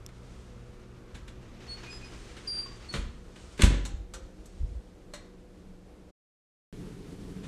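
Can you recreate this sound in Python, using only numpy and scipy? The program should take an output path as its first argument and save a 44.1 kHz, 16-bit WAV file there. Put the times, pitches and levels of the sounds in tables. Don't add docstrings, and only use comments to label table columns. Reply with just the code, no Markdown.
import sys
import numpy as np
from scipy import signal
from scipy.fft import irfft, next_fast_len
from scipy.io import wavfile

SR = 44100
rng = np.random.default_rng(int(sys.argv[2]) if len(sys.argv) > 2 else 0)


def materialize(psi):
    bounded = np.clip(np.atleast_2d(psi).T, -1, 1)
    quanta = np.round(bounded * 32767).astype(np.int16)
    wavfile.write(sys.argv[1], SR, quanta)


N = 329647
TIME = np.arange(N) / SR
AGE = TIME[:SR]
EVENT_HZ = np.fft.rfftfreq(SR, 1 / SR)

# f/Hz, t60/s
ROOM_DECAY = [(100, 1), (400, 0.51), (1500, 0.61), (3500, 0.56), (7000, 0.49), (13000, 0.098)]
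# f/Hz, relative level/dB
AIR_COLOUR = [(13, -41), (22, 4.5), (53, -2), (71, -4.5), (126, -11.5), (149, -12.5), (185, -7.5),
              (264, -13), (302, -11.5), (443, -13.5), (481, -14), (877, -25), (2280, -34), (12100, -48),
              (15000, -66)]
OVEN_COLOUR = [(100, -18.5), (400, -1.5), (800, -6.5), (1280, -0.5), (1700, -8.5), (4000, -23),
               (12000, -41.5)]
DRONE_COLOUR = [(13, -41), (22, -2), (44, -2.5), (69, -4.5), (141, -5.5), (180, 3), (243, -9.5),
                (286, -1.5), (319, -11), (420, -8.5), (615, -25.5), (3630, -34.5), (9430, -41),
                (12100, -46.5), (15000, -61)]
# f/Hz, level with the door open/dB, level with it shut/dB
HUM_TONES = [(120.2, -55, -70), (183.6, -63, -60), (232.5, -62.5, -71.5), (305.5, -74, -65),
             (364.8, -64, -66.5), (488, -67, -66.5)]
# t/s, level/dB, length/s
LOW_SWELLS = [(4.08, -47.5, 0.67), (4.594, -44, 0.072), (4.638, -27, 0.065), (4.7, -38, 0.08),
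              (4.775, -35, 0.064)]
# fastest at t/s, level/dB, speeding up/s, slowing down/s
ARM_STROKES = [(.28, -66, .22, 0.48), (2.3, -59, 0.49, 0.87), (3.54, -57.5, .2, .1),
               (4.54, -66, 0.24, 0.32)]
# f/Hz, relative level/dB
RUMBLE_COLOUR = [(8, -44.5), (22, -18), (36, 1.5), (55, 4.5), (90, -8), (140, -21), (300, -51.5),
                 (1000, -94)]
SWISH_COLOUR = [(1500, 2.5), (3500, 3), (6500, 1), (9000, -2), (11000, -18.5), (15000, -40)]
TICK_COLOUR = [(1500, -46), (3500, -8), (6000, 0), (9000, -11), (13000, -10), (15000, -32)]
# t/s, length/s, f/Hz, level/dB, rise/s, swell/dB, glide/(Hz per s)
SQUEAKS = [(1.665, 0.074, 4366, -44, .045, 2, 130), (1.767, 0.05, 4390, -57.5, 0.022, 0, 0),
           (1.853, 0.051, 2465, -58, 0.023, 12, 153), (1.89, 0.089, 7560, -58.5, .02, -5, -200),
           (1.892, 0.082, 5020, -48, .03, -2, 0), (2.018, 0.031, 2486, -48.5, .018, -4, 4),
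           (2.03, 0.055, 5025, -56.5, .02, -0.5, 2), (2.462, 0.046, 5120, -45, .025, -7, -100),
           (2.47, 0.13, 4742, -34.5, .009, 0.5, -230), (2.555, 0.03, 5170, -58, .01, -4, -800),
           (2.61, 0.029, 4716, -37, .01, -6.5, -200), (2.883, 0.025, 4404, -41.5, .016, 0, -600),
           (2.934, 0.014, 4330, -37, .008, -9, -600)]
SQUEAK_HARMONICS = [0, -19.5]
# t/s, level/dB, t60/s, tilt/(dB per octave), favoured f/Hz, ring f/Hz, ring level/dB, ring t60/s
CLICKS = [(2.66, -62, .07, -0.5, 1110, 1095, -44.5, 0.078), (2.714, -58, 0.04, -10, 1100, 1134, -50, 0.084),
          (3.851, -37, 0.13, -0.5, 7250, 796, -58, 0.98), (4.137, -39.5, 0.13, 0.5, 1340, 526, -50, 1),
          (4.457, -52.5, 0.079, 6.5, 11300, 528, -74, 0.16),
          (5.136, -39.5, 0.14, -1, 1960, 586, -40.5, 0.17)]
# f/Hz, width/Hz, boost/dB
SHEET_RESONANCES = [(2830, 190, 3.5), (3700, 190, 12), (4220, 310, 10), (5970, 930, 4), (6970, 420, 0),
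                    (7800, 330, 3), (9700, 370, 12.5)]
# t/s, level/dB, t60/s
RATTLES = [(2.942, -42.5, .16), (3.620, -23, 0.13)]
# f/Hz, relative level/dB
SCRAPE_COLOUR = [(210, -14), (350, -2), (410, -8), (552, -16.5), (733, -16), (1000, -15.5), (2420, -15),
                 (4910, -22), (6220, -22.5), (11100, -41), (15000, -52)]
CLICK_COLOUR = [(150, -5.5), (600, -5), (1200, -3.5), (2200, -8), (5000, -10.5), (8300, -5), (9000, -17.5),
                (11000, -20), (13500, -25), (15000, -44)]
RATTLE_COLOUR = [(300, -25), (900, -16), (1400, -4), (1700, -12), (2100, -4), (2700, 2), (3200, 1),
                 (3850, 0), (4600, -8), (6000, -22), (12000, -40)]
DOOR_COLOUR = [(70, -13.5), (130, -3.5), (195, -4.5), (260, -8.5), (330, -7.5), (430, -10), (600, -14),
               (780, -19.5), (1350, -13.5), (2600, -15.5), (4000, -16.5), (4900, -22), (7500, -20),
               (10500, -29.5), (15000, -51)]
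# f/Hz, relative level/dB, t60/s
CABINET_MODES = [(47.84, -1.5, 0.72), (67.8, 3, .17), (79.4, -8.5, 0.11), (92.6, -8, 0.45),
                 (131, -21.5, 0.17), (169, -16.5, 0.39), (191, -6.5, 0.21), (217, -16, 0.4),
                 (317, -26.5, 1), (356, -22, 0.2)]
DOOR_MODES = [(606, -20.5, 0.28), (990, -20, 0.49), (1475, -22.5, 0.39), (2024, -23, 0.55),
              (2239, -19.5, .35), (2860, -20.5, 0.18), (3080, -33, 0.36), (3600, -26, .4),
              (4100, -24, 0.34), (4420, -36, 0.24)]
# t/s, level/dB, contact time/s
CABINET_PUSHES = [(1.137, -39, 0.0047), (2.947, -38, 0.0014), (2.98, -25, 0.0096), (3.052, -26, 0.015),
                  (3.634, -11.5, 0.0026), (3.931, -26.5, 0.011)]
# t/s, level/dB, rise/s, t60/s, bass/dB, treble/dB
BLOWS_AND_RUSTLE = [(0.088, -50.5, 0.0018, .06, -6, -16), (1.142, -41, 0.013, 0.15, 2, -7),
                    (1.276, -45, 0.0062, 0.097, -22, -7), (1.379, -62, 0.0036, 0.049, 5, -22),
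                    (1.829, -48, 0.008, 0.24, -6, -31), (2.365, -44, 0.003, 0.17, -1.5, -14),
                    (2.66, -46, 0.0035, .07, -1.5, -15), (2.924, -43.5, .006, 0.11, -10, 14.5),
                    (2.938, -30, 0.0026, 0.15, -3, -20), (2.953, -35, 0.0023, 0.28, 10.5, -2.5),
                    (3.357, -49.5, 0.005, 0.14, -8.5, -13), (3.575, -48.5, 0.0036, 0.22, -20.5, 6),
                    (3.590, -28.5, 0.0047, 0.38, 9, -22), (3.603, -32, 0.011, 0.2, -15, -6.5),
                    (3.6189, -13.5, 0.0025, 0.028, -17, 7), (3.634, -20, .003, 0.16, 6, -1),
                    (3.70, -29.5, 0.0074, 0.35, 13, -28), (7.428, -43.5, 0.019, 0.23, 3, -6)]

SWING_FROM_S, FULL_SPEED_S, CATCH_S, SHUT_S = 1.32, 1.735, 2.93, 3.62
MUTE_FROM_S, MUTE_TO_S = 6.112, 6.727


def gain_of(db):
    return 10 ** (np.asarray(db) / 20)


def unit_rms(x):
    return x / np.sqrt(np.mean(x ** 2) + 1e-20)


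def curve_at(points, hz):
    f, value = np.transpose(points)
    return np.interp(np.log(hz + 1), np.log(f + 1), value)


def add(mix, start, sound):
    part = mix[max(round(start * SR), 0):][:len(sound)]
    part += sound[:len(part)]


def noise(colour, size, extra_db=0):
    padded = next_fast_len(size)
    hz = np.fft.rfftfreq(padded, 1 / SR)
    phases = np.exp(2j * np.pi * rng.random(len(hz)))
    return unit_rms(irfft(phases * gain_of(curve_at(colour, hz) + extra_db), padded)[:size])


def drift(t, rate):
    speeds, coarse = np.geomspace(rate / 8, rate, num=16), t[::32]
    wobble = sum(np.sin(2 * np.pi * (f * coarse + rng.random())) for f in speeds)
    return np.interp(t, coarse, wobble / np.sqrt(len(speeds) / 2))


def decay(t60):
    return gain_of(-60 * AGE / t60)


def ramp(start, end, first, last):
    return first + (last - first) * np.clip((TIME - start) / (end - start), 0, 1)


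def room_tail(x):
    taps = rng.choice([-1., 1.], SR) * (rng.random(SR) < .15)
    taps *= 1 - np.exp(-AGE / 0.0036)
    hz, t, bands = signal.stft(taps, SR, nperseg=256)
    bands = bands * gain_of(-60 * t / curve_at(ROOM_DECAY, hz)[:, None])
    tail = signal.istft(bands, SR, nperseg=256)[1]
    return signal.fftconvolve(x, tail / np.linalg.norm(tail))[:N]


def room_tone():
    air = noise(AIR_COLOUR, N) * gain_of(-52 + 0.76 * drift(TIME, rate=7))
    air += noise(OVEN_COLOUR, N) * gain_of(ramp(SHUT_S, SHUT_S + .1, -64.5, -87))
    for hz, open_db, shut_db in HUM_TONES:
        hum_db = ramp(SHUT_S - 1.1, SHUT_S, open_db, shut_db) + 2.2 * drift(TIME, rate=5)
        phase = 2 * np.pi * hz * TIME + 1.1 * drift(TIME, rate=7)
        air += np.sqrt(2) * gain_of(hum_db) * np.sin(phase)
    return air


def drone():
    return noise(DRONE_COLOUR, N) * gain_of(-42.5 + 0.75 * drift(TIME, rate=16))


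def low_rumble():
    out = noise(RUMBLE_COLOUR, N) * gain_of(ramp(start=4.37, end=4.7, first=-52, last=-66))
    for peak_at, db, length in LOW_SWELLS:
        window = np.exp(-(2 * (TIME - peak_at) / length) ** 2)
        swell = np.resize(noise(RUMBLE_COLOUR, SR), N) * window
        out += gain_of(db) * swell * np.linalg.norm(window) / np.linalg.norm(swell)
    return out


def arm_swish(rest_db=-73.5):
    power = gain_of(rest_db) ** 2
    for peak_at, db, speeding, slowing in ARM_STROKES:
        width = np.where(TIME < peak_at, speeding, slowing)
        power = power + gain_of(db) ** 2 * np.exp(-2 * ((TIME - peak_at) / width) ** 2)
    return noise(SWISH_COLOUR, N) * np.sqrt(power) * gain_of(1.2 * drift(TIME, rate=14))


def close_tick():
    out = np.zeros(N)
    add(out, start=.0636, sound=gain_of(-33.5) * noise(TICK_COLOUR, SR) * decay(t60=0.0061))
    return out


def hinge_scrape(snags_per_s=60, ease_db_per_s=4.5):
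    snags = (rng.random(N) < snags_per_s / SR) * rng.exponential(1, N)
    grain = 1 + 0.4 * signal.fftconvolve(snags, decay(t60=0.17) - decay(t60=0.0089))[:N]
    swing_db = ramp(SWING_FROM_S, FULL_SPEED_S, -66, -51)
    swing_db -= ease_db_per_s * np.maximum(TIME - FULL_SPEED_S, 0)
    return noise(SCRAPE_COLOUR, N) * unit_rms(grain) * gain_of(swing_db) * (TIME < CATCH_S)


def hinge_squeaks(ring_t60=0.093, waver=.0013, flutter_db=1):
    out = np.zeros(N)
    for start, length, hz, db, rise, swell_db, glide in SQUEAKS:
        held = np.minimum(AGE, length)
        pitch = (hz + glide * held) * (1 + waver * drift(AGE, rate=380))
        phase = 2 * np.pi * np.cumsum(pitch) / SR
        tone = sum(gain_of(level) * np.sin(k * phase) for k, level in enumerate(SQUEAK_HARMONICS, 1))
        attack = np.sin(np.pi / 2 * np.minimum(AGE / rise, 1)) ** 2
        hold = gain_of(db + swell_db * held / length + flutter_db * drift(AGE, rate=140))
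        release = gain_of(-60 * (AGE - held) / ring_t60)
        add(out, start, unit_rms(tone) * attack * hold * release)
    return out + gain_of(-14.5) * room_tail(out)


def sheet_clicks(rise_s=0.00098):
    cracks, tones = np.zeros(N), np.zeros(N)
    for start, db, t60, tilt_db, favoured_hz, ring_hz, ring_db, ring_t60 in CLICKS:
        peaks = SHEET_RESONANCES + [(favoured_hz, 350, 9)]
        peaks_db = sum(boost / (1 + (2 * (EVENT_HZ - hz) / width) ** 2) for hz, width, boost in peaks)
        crack = noise(CLICK_COLOUR, SR, peaks_db + tilt_db * np.log2(1 + EVENT_HZ / 500))
        add(cracks, start, gain_of(db) * crack * decay(t60) * np.minimum(AGE / rise_s, 1))
        add(tones, start, gain_of(ring_db) * np.sin(2 * np.pi * ring_hz * AGE) * decay(ring_t60))
    to_walls = signal.sosfilt(signal.butter(1, 6000, fs=SR, output="sos"), cracks)
    return cracks + tones + gain_of(-8) * room_tail(to_walls)


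def rack_rattle(mean_gap_s=.004, spread_db=3):
    out = np.zeros(N)
    for start, db, t60 in RATTLES:
        times = np.cumsum(mean_gap_s * (.5 + rng.random(80)))
        samples = ((times - times[0]) * SR).astype(int)
        contacts = np.zeros(SR)
        contacts[samples] = gain_of(spread_db * rng.standard_normal(len(times)))
        chatter = signal.fftconvolve(contacts, decay(t60=.018))[:SR]
        add(out, start, gain_of(db) * chatter * decay(t60) * noise(RATTLE_COLOUR, SR))
    return out + gain_of(-9) * room_tail(out)


def cabinet_thuds():
    boom = sum(gain_of(db) * decay(t60) * np.sin(2 * np.pi * hz * AGE) for hz, db, t60 in CABINET_MODES)
    out = np.zeros(N)
    for start, db, contact in CABINET_PUSHES:
        push = np.sin(np.pi * np.minimum(AGE / contact, 1))
        add(out, start, -gain_of(db) * signal.fftconvolve(boom, push / push.sum()))
    return signal.sosfilt(signal.butter(2, 34, "highpass", fs=SR, output="sos"), out)


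def door_blows_and_rustle():
    bursts, tones = np.zeros(N), np.zeros(N)
    bass_shelf = curve_at([(300, 0.94), (1200, 0.059)], EVENT_HZ)
    treble_shelf = curve_at([(3500, 0.6), (6500, 1.0)], EVENT_HZ)
    for start, db, rise, t60, bass_db, treble_db in BLOWS_AND_RUSTLE:
        attack = gain_of(db) * np.minimum(AGE / rise, 1)
        burst = noise(DOOR_COLOUR, SR, bass_db * bass_shelf + treble_db * treble_shelf)
        add(bursts, start, attack * burst * decay(t60))
        ring = sum(gain_of(mode_db) * decay(mode_t60) * np.sin(2 * np.pi * (hz * AGE + rng.random()))
                   for hz, mode_db, mode_t60 in DOOR_MODES)
        add(tones, start, attack * ring * np.sqrt(t60 / 0.56))
    return bursts + tones + gain_of(-9) * room_tail(bursts)


def scene():
    background = np.where(TIME < MUTE_TO_S, room_tone(), drone())
    nearby = low_rumble() + arm_swish() + close_tick()
    hinges = hinge_scrape() + hinge_squeaks()
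    foreground = sheet_clicks() + rack_rattle() + cabinet_thuds() + door_blows_and_rustle()
    return (background + nearby + hinges + foreground)[None]


def record(dry, fade_s=0.0099, top_hz=15000):
    live = np.clip((MUTE_FROM_S - TIME) / fade_s, 0, 1) + (TIME >= MUTE_TO_S)
    lowpass = signal.firwin(511, top_hz, window=("kaiser", 9), fs=SR)
    return signal.oaconvolve(dry * live, lowpass[None], "same")


dry = scene()
out = record(dry)
materialize(out)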